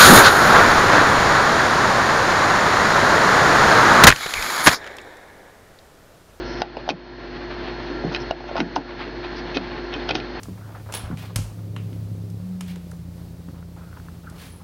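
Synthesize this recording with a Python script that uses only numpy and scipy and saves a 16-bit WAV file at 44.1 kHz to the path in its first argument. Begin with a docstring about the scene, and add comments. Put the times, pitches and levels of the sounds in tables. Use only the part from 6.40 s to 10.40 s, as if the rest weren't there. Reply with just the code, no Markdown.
"""Working an oil lamp's wick

Fingers work a wick through the metal burner of an oil lamp on a workbench. Skin slides, metal scrapes on
metal, the hollow burner knocks, its collar clinks and the lamp's foot thumps the bench. A fan and mains
hum fill the small room. An automatic gain control ducks everything at each loud click, then lets the
room swell back."""
import sys
import numpy as np
from scipy import signal
from scipy.fft import rfft, irfft, next_fast_len
from scipy.io import wavfile
from scipy.ndimage import minimum_filter1d, map_coordinates

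SR = 44100
rng = np.random.default_rng(int(sys.argv[2]) if len(sys.argv) > 2 else 0)


def dump_mix(stems):
    """Bounce the given channels to the path in sys.argv[1] as a 16-bit WAV at rate SR."""
    frames = np.atleast_2d(stems).T  # one column per channel
    limited = np.clip(frames, -1, 1)  # hard clip at full scale
    pcm = np.round(limited * 32767).astype(np.int16)
    wavfile.write(sys.argv[1], SR, pcm)


N = 176400

# colour of the fan's air noise (frequency [Hz], level [dB])
AIR_SPECTRUM = [(20, -29), (50, -5.5), (85, -5.5), (125, -0.5), (200, -3.5), (255, 2), (340, 6.5),
                (470, -0.5), (720, -2), (1000, -3.5), (1200, -11), (1700, -3), (2400, -14), (3500, -15),
                (5000, -19), (6200, -31.5), (7000, -29)]
# mains hum, fan tones and a whine (frequency [Hz], rms level [dB], unsteadiness [0-1])
HUM_TONES = [(50.6, -38, 0), (118.3, -47.5, 0.3), (137.6, -51, 0.2), (170, -53, 0.89), (249.6, -41.5, 0),
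             (309.6, -49.5, 0.4), (353.3, -35, 0), (423.4, -54, 0.97), (698, -54, 0), (1087, -66, 0.4),
             (1370, -50, 0.8), (4276, -49, 0)]
# envelope of the fingers sliding over the metal (time [s], level [dB])
SLIDE_ENVELOPE = [(0, -52), (.3, -41), (.7, -45.5), (.9, -41.5), (1.301, -40.5), (1.601, -49),
                  (2.001, -44.5), (2.499, -40), (2.8, -42.5), (3.4, -41), (4, -44.5)]
# colour of skin on metal (frequency [Hz], level [dB])
SKIN_SPECTRUM = [(200, -5), (800, 3.5), (2200, -1), (4500, -10), (6500, -35)]
# dull finger bumps on the lamp (time [s], peak level [dB], pitch [Hz])
FINGER_BUMPS = [(1.6413, -16.5, 620), (1.6493, -11.5, 330), (1.6701, -32, 229), (1.6792, -29, 208),
                (1.72, -18.5, 295), (2.1951, -14, 286), (3.1697, -23.5, 300)]
# metal rubbing on metal (time [s], length [s], level [dB], centre [Hz], width [octaves])
METAL_SCRAPES = [(0.016, 0.31, -49, 5230, 0.13), (.487, 0.029, -22.5, 3270, 0.67),
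                 (1.238, 0.074, -44.5, 2960, 0.24), (1.455, 0.033, -45, 3260, 0.37),
                 (1.795, 0.038, -44.5, 5340, 0.1), (1.714, .06, -38, 3800, .5), (1.71, .034, -32, 750, .8),
                 (1.746, .026, -33, 1500, .6), (2.08, .035, -33, 750, .3), (2.162, .036, -27, 900, .6),
                 (3.521, .034, -35, 3150, .25), (2.075, 0.031, -37.5, 1400, 1.1),
                 (2.158, 0.056, -33, 2200, 0.92), (2.355, 0.015, -30.5, 5000, 0.62),
                 (2.953, 0.062, -44, 4810, 0.18), (2.656, 0.038, -46, 3030, 0.22),
                 (3.14, 0.031, -31, 2890, 0.6), (3.68, 0.052, -32, 2900, 0.45),
                 (3.741, 0.025, -32.5, 3200, 0.86), (3.76, 0.036, -36.5, 2700, 0.7)]
# knocks of the burner (time [s], body level [dB], body pitch [Hz], click level [dB], strike focus [Hz])
BURNER_KNOCKS = [(0.2192, -1.5, 790, -6.5, 4780), (0.4905, 3.5, 786, -4.5, 4850),
                 (.3685, -14, 830, -23, 2880), (.3705, -15, 540, -34, 1470), (.478, -14, 720, -32, 1470),
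                 (1.9099, -3, 690, -13, 2780), (2.006, -18, 780, -35, 1470), (2.042, -18.5, 700, -38, 1470),
                 (2.091, -21, 780, -35, 1470), (2.113, -23, 580, -40, 1470),
                 (2.1556, -11.5, 660, -26, 4260), (2.161, -18, 560, -32, 1470),
                 (2.166, -15, 860, -18, 1470), (2.18, -14, 800, -23, 1470), (2.2028, -9, 930, -16, 1470),
                 (2.3622, -7, 920, -14, 1425), (2.3662, -8, 800, -17, 5300),
                 (3.169, -19.5, 704, -15.5, 1520), (3.692, -15.5, 690, -15, 2600),
                 (3.7062, -19, 795, -22, 1430), (3.753, -12, 737, -10, 5500)]
# the burner's hollow body (frequency [multiple of body pitch], level [dB], t60 [s])
BODY_MODES = [(.76, -14.5, 0.018), (1, -0.5, 0.013), (1.15, -1, 0.0032), (1.4, -6.5, 0.0074)]
# the burner's thin metal parts (frequency [Hz], level [dB], t60 [s])
THIN_MODES = [(1340, -14.5, 0.01), (1425, -0.5, 0.029), (2580, -17.5, 0.0072), (2843, 0, 0.017),
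              (2960, -16, .018), (3860, -2.5, 0.011), (4844, -7.5, 0.018), (5100, -7, 0.021),
              (5740, -20.5, 0.0067)]
# colour of the crack where edges meet (frequency [Hz], level [dB])
CRACK_SPECTRUM = [(200, -7), (700, 5), (1800, 0.5), (3000, 6.5), (4000, 1.5), (5500, -2), (6500, -47)]
# clinks (time [s], crack level [dB], ring level [dB], strike focus [Hz], share of free ring time [0-1])
COLLAR_CLINKS = [(0.498, -4, -28, 3900, 0.13), (0.504, -6.5, -12, 2514, 0.12),
                 (1.7475, -11, -30.5, 2514, .85), (1.762, -19.5, -29, 4016, .5),
                 (2.2035, -7, -22, 2740, .39), (3.5395, -18.5, -29, 3120, .9), (1.8, -44, -39, 5432, 0.4),
                 (3.171, -12.5, -15, 3900, 0.24), (3.69, -18, -28.5, 2780, 0.38),
                 (3.7096, -15, -15, 3140, 0.21), (3.754, -13.5, -25, 2830, 0.4),
                 (3.801, -22.5, -41, 2514, 0.45)]
# the collar ringing freely (frequency [Hz], level [dB], t60 [s])
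COLLAR_MODES = [(1486, -6, .09), (2514, -1, .15), (2740, -11, .05), (3120, -6, .1), (3900, -13, .05),
                (4016, -11, .09), (5432, -13, .05)]
# the lamp's foot on the bench (time [s], level [dB], starting pitch [Hz], final pitch [Hz])
FOOT_THUMPS = [(.503, -7, 370, 105), (1.647, -20, 170, 130), (1.67, -21, 170, 120), (2.204, -8.5, 360, 150),
               (2.369, -12, 330, 250), (3.558, -19, 330, 250), (3.706, -16, 380, 260),
               (3.748, -14, 380, 270), (1.499, -23, 323, 240), (2.67, -24, 347, 250),
               (3.165, -15, 340, 140)]
# colour of the bench's thud (frequency [Hz], level [dB])
THUD_SPECTRUM = [(50, -34.5), (120, 6), (280, 6), (500, 6.5), (1100, -10.5), (3000, -28)]
# the workshop's reverb time (frequency [Hz], t60 [s])
ROOM_DECAY = [(150, 0.35), (800, 0.11), (5000, 0.044)]

TIME = np.arange(N) / SR
HIT_SAMPLES = SR // 4
HIT_TIME = np.arange(HIT_SAMPLES) / SR


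def amp(db):
    """Decibels to gain."""
    return 10 ** (np.asarray(db) / 20)


def unit_rms(x):
    """Scale to rms 1."""
    return x / np.sqrt(np.mean(x ** 2) + 1e-20)


def curve_at(points, hz):
    """Read a curve of (frequency, value) points along a log frequency axis."""
    point_hz, values = np.transpose(points)
    return np.interp(np.log(hz + 1), np.log(point_hz + 1), values)


def filtered(x, response):
    """Equalise x with a gain given as a function of frequency."""
    size = next_fast_len(len(x) + SR // 8)
    return irfft(rfft(x, size) * response(np.fft.rfftfreq(size, 1 / SR)), size)[:len(x)]


def coloured(x, spectrum):
    """Give x the colour of a spectrum, at rms 1."""
    return unit_rms(filtered(x, lambda hz: amp(curve_at(spectrum, hz))))


def wobble(rate):
    """A smooth random curve, rate knots a second."""
    return map_coordinates(rng.standard_normal(N // 100), [TIME * rate], mode="wrap")


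def friction_ticks(size, per_s, scatter_db):
    """The grain of friction: impulses of random timing, sign and strength."""
    ticks = (rng.random(size) < per_s / SR) * rng.choice([-1, 1], size)
    return ticks * amp(scatter_db * rng.standard_normal(size))


def add(track, start_s, sound):
    """Mix a sound into the track."""
    part = track[max(0, round(start_s * SR)):][:len(sound)]
    part += sound[:len(part)]


def ring(modes, scale=1, focus_hz=0, focus_db=8, focus_octaves=0.1, scatter_db=2.5, rise_s=0.00053):
    """Struck metal's damped modes, new each hit; the spot struck favours those near focus_hz."""
    tone = np.zeros(HIT_SAMPLES)
    for k, (hz, db, t60) in enumerate(modes):
        lift_db = focus_db * np.exp(-(np.log2((focus_hz + 1) / hz) / focus_octaves) ** 2)
        envelope = amp(db + lift_db + scatter_db * rng.normal() - 60 * HIT_TIME / t60)
        tone += (-1) ** k * envelope * np.sin(2 * np.pi * hz * scale * HIT_TIME)
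    return tone * (1 - np.exp(-HIT_TIME / rise_s))


def fan_and_hum(air_db=-33):
    """A bed of steady air noise with mains and fan tones, some wavering in level and phase."""
    out = amp(air_db) * coloured(rng.standard_normal(N), AIR_SPECTRUM)
    for hz, db, unsteadiness in HUM_TONES:
        sway = 1 + unsteadiness * (wobble(rate=15) + 1j * wobble(rate=16))
        out += amp(db) * unit_rms(np.real(sway * np.exp(2j * np.pi * hz * TIME)))
    return out


def fingers(pressure_db=4, bump_width_cycles=0.55):
    """Skin slides over the metal in faint grains and now and then bumps it with one soft push."""
    grains = friction_ticks(N, per_s=1100, scatter_db=0.5)
    level_db = np.interp(TIME, *np.transpose(SLIDE_ENVELOPE)) + pressure_db * wobble(rate=26)
    out = amp(level_db) * coloured(grains, SKIN_SPECTRUM)
    t = np.arange(-SR // 100, SR // 100) / SR
    for peak_s, db, hz in FINGER_BUMPS:
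        push = np.exp(-0.5 * (hz * t / bump_width_cycles) ** 2)
        add(out, peak_s + t[0], amp(db) * push * np.cos(2 * np.pi * hz * t))
    return out


def scrapes(ring_db=-10):
    """Metal drags over metal in runs of tiny irregular slips, partly ringing in the collar."""
    out = np.zeros(N)
    for start_s, length_s, db, centre_hz, octaves in METAL_SCRAPES:
        slips = friction_ticks(HIT_SAMPLES, per_s=3200, scatter_db=5)
        ringing = signal.fftconvolve(slips, ring(COLLAR_MODES))[:HIT_SAMPLES]
        rub = unit_rms(slips) + amp(ring_db) * unit_rms(ringing)
        rub = filtered(rub, lambda hz: np.exp(-0.5 * (np.log2((hz + 1) / centre_hz) / octaves) ** 2))
        rub = unit_rms(rub[:int(length_s * SR)])
        add(out, start_s, amp(db) * rub * signal.windows.tukey(len(rub), 0.5))
    return out


def crack(t60=0.01):
    """The short burst of noise where two edges meet."""
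    return coloured(rng.standard_normal(HIT_SAMPLES), CRACK_SPECTRUM) * amp(-60 * HIT_TIME / t60)


def burner_knocks(grip_detune=0.011, crack_db=-3.5):
    """The hand-damped body knocks under a click of thin parts, whose pitch shifts with the grip."""
    out = np.zeros(N)
    for start_s, body_db, body_hz, click_db, focus_hz in BURNER_KNOCKS:
        body = ring(BODY_MODES, scale=body_hz)
        thin_parts = ring(THIN_MODES, scale=1 + grip_detune * rng.normal(), focus_hz=focus_hz)
        click = 0.5 * thin_parts + amp(crack_db) * crack()
        add(out, start_s, amp(body_db) * body + amp(click_db) * click)
    return out


def collar_clinks():
    """A sharp contact sets the collar ringing; the fingers choke its tail."""
    out = np.zeros(N)
    for start_s, crack_db, ring_db, focus_hz, ring_share in COLLAR_CLINKS:
        held_modes = [(hz, db, t60 * ring_share) for hz, db, t60 in COLLAR_MODES]
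        add(out, start_s, amp(crack_db) * crack() + amp(ring_db) * ring(held_modes, focus_hz=focus_hz))
    return out


def bench_thumps(rise_s=0.002, t60=0.11, glide_s=0.02, thud_db=-6):
    """The foot sends bending waves through the bench; low ones arrive later, so a tone falls over a thud."""
    out = np.zeros(N)
    envelope = (1 - np.exp(-HIT_TIME / rise_s)) * amp(-60 * HIT_TIME / t60)
    for start_s, db, start_hz, end_hz in FOOT_THUMPS:
        hz = end_hz + (start_hz - end_hz) * np.exp(-HIT_TIME / glide_s)
        tone = np.sin(2 * np.pi * np.cumsum(hz) / SR)
        thud = coloured(rng.standard_normal(HIT_SAMPLES), THUD_SPECTRUM)
        add(out, start_s, amp(db) * envelope * (tone + amp(thud_db) * thud))
    return out


def room_reverb(x):
    """A small workshop's short tail, its highs dying first."""
    hz, t, spectra = signal.stft(rng.standard_normal(SR // 2), SR, nperseg=256)
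    decay = amp(-60 * t / curve_at(ROOM_DECAY, hz)[:, None])
    tail = signal.istft(spectra * decay, SR, nperseg=256)[1]
    response = np.pad(tail / np.linalg.norm(tail), (SR // 250, 0))  # 4 ms pre-delay
    return signal.fftconvolve(x, response)[:N]


def scene(reverb_db=-11):
    """The lamp close up with a touch of room, over the fan and hum, in mono."""
    lamp = burner_knocks() + collar_clinks() + scrapes() + bench_thumps() + fingers()
    return (lamp + amp(reverb_db) * room_reverb(lamp) + fan_and_hum())[None]


def gain_control(x, threshold_db=-18, sense_s=0.0028, hold_s=0.046, release_s=0.34):
    """Ducks at once on a loud click, holds, then lets the level swell back."""
    pole = np.exp(-1 / (sense_s * SR))
    level_db = 10 * np.log10(signal.lfilter([1 - pole], [1, -pole], x ** 2) + 1e-12)
    duck_db = np.minimum(threshold_db - level_db, 0)
    hold = int(hold_s * SR) + 1
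    held_db = minimum_filter1d(duck_db, hold, origin=(hold - 1) // 2)
    release = np.exp(-TIME / release_s)
    gain_db = release * np.minimum.accumulate(held_db / release)  # eases off until a deeper duck
    return x * amp(gain_db)


def record(dry, top_hz=6550, ceiling_db=-8.5):
    """Gain control and soft clipping, with a steep high cut before and after."""
    high_cut = lambda hz: 1 / np.sqrt(1 + (hz / top_hz) ** 90)
    ducked = gain_control(filtered(dry[0], high_cut))
    clipped = ducked / (1 + (ducked / amp(ceiling_db)) ** 4) ** 0.25
    return filtered(clipped, high_cut)[None]


dry = scene()
out = record(dry)
dump_mix(out)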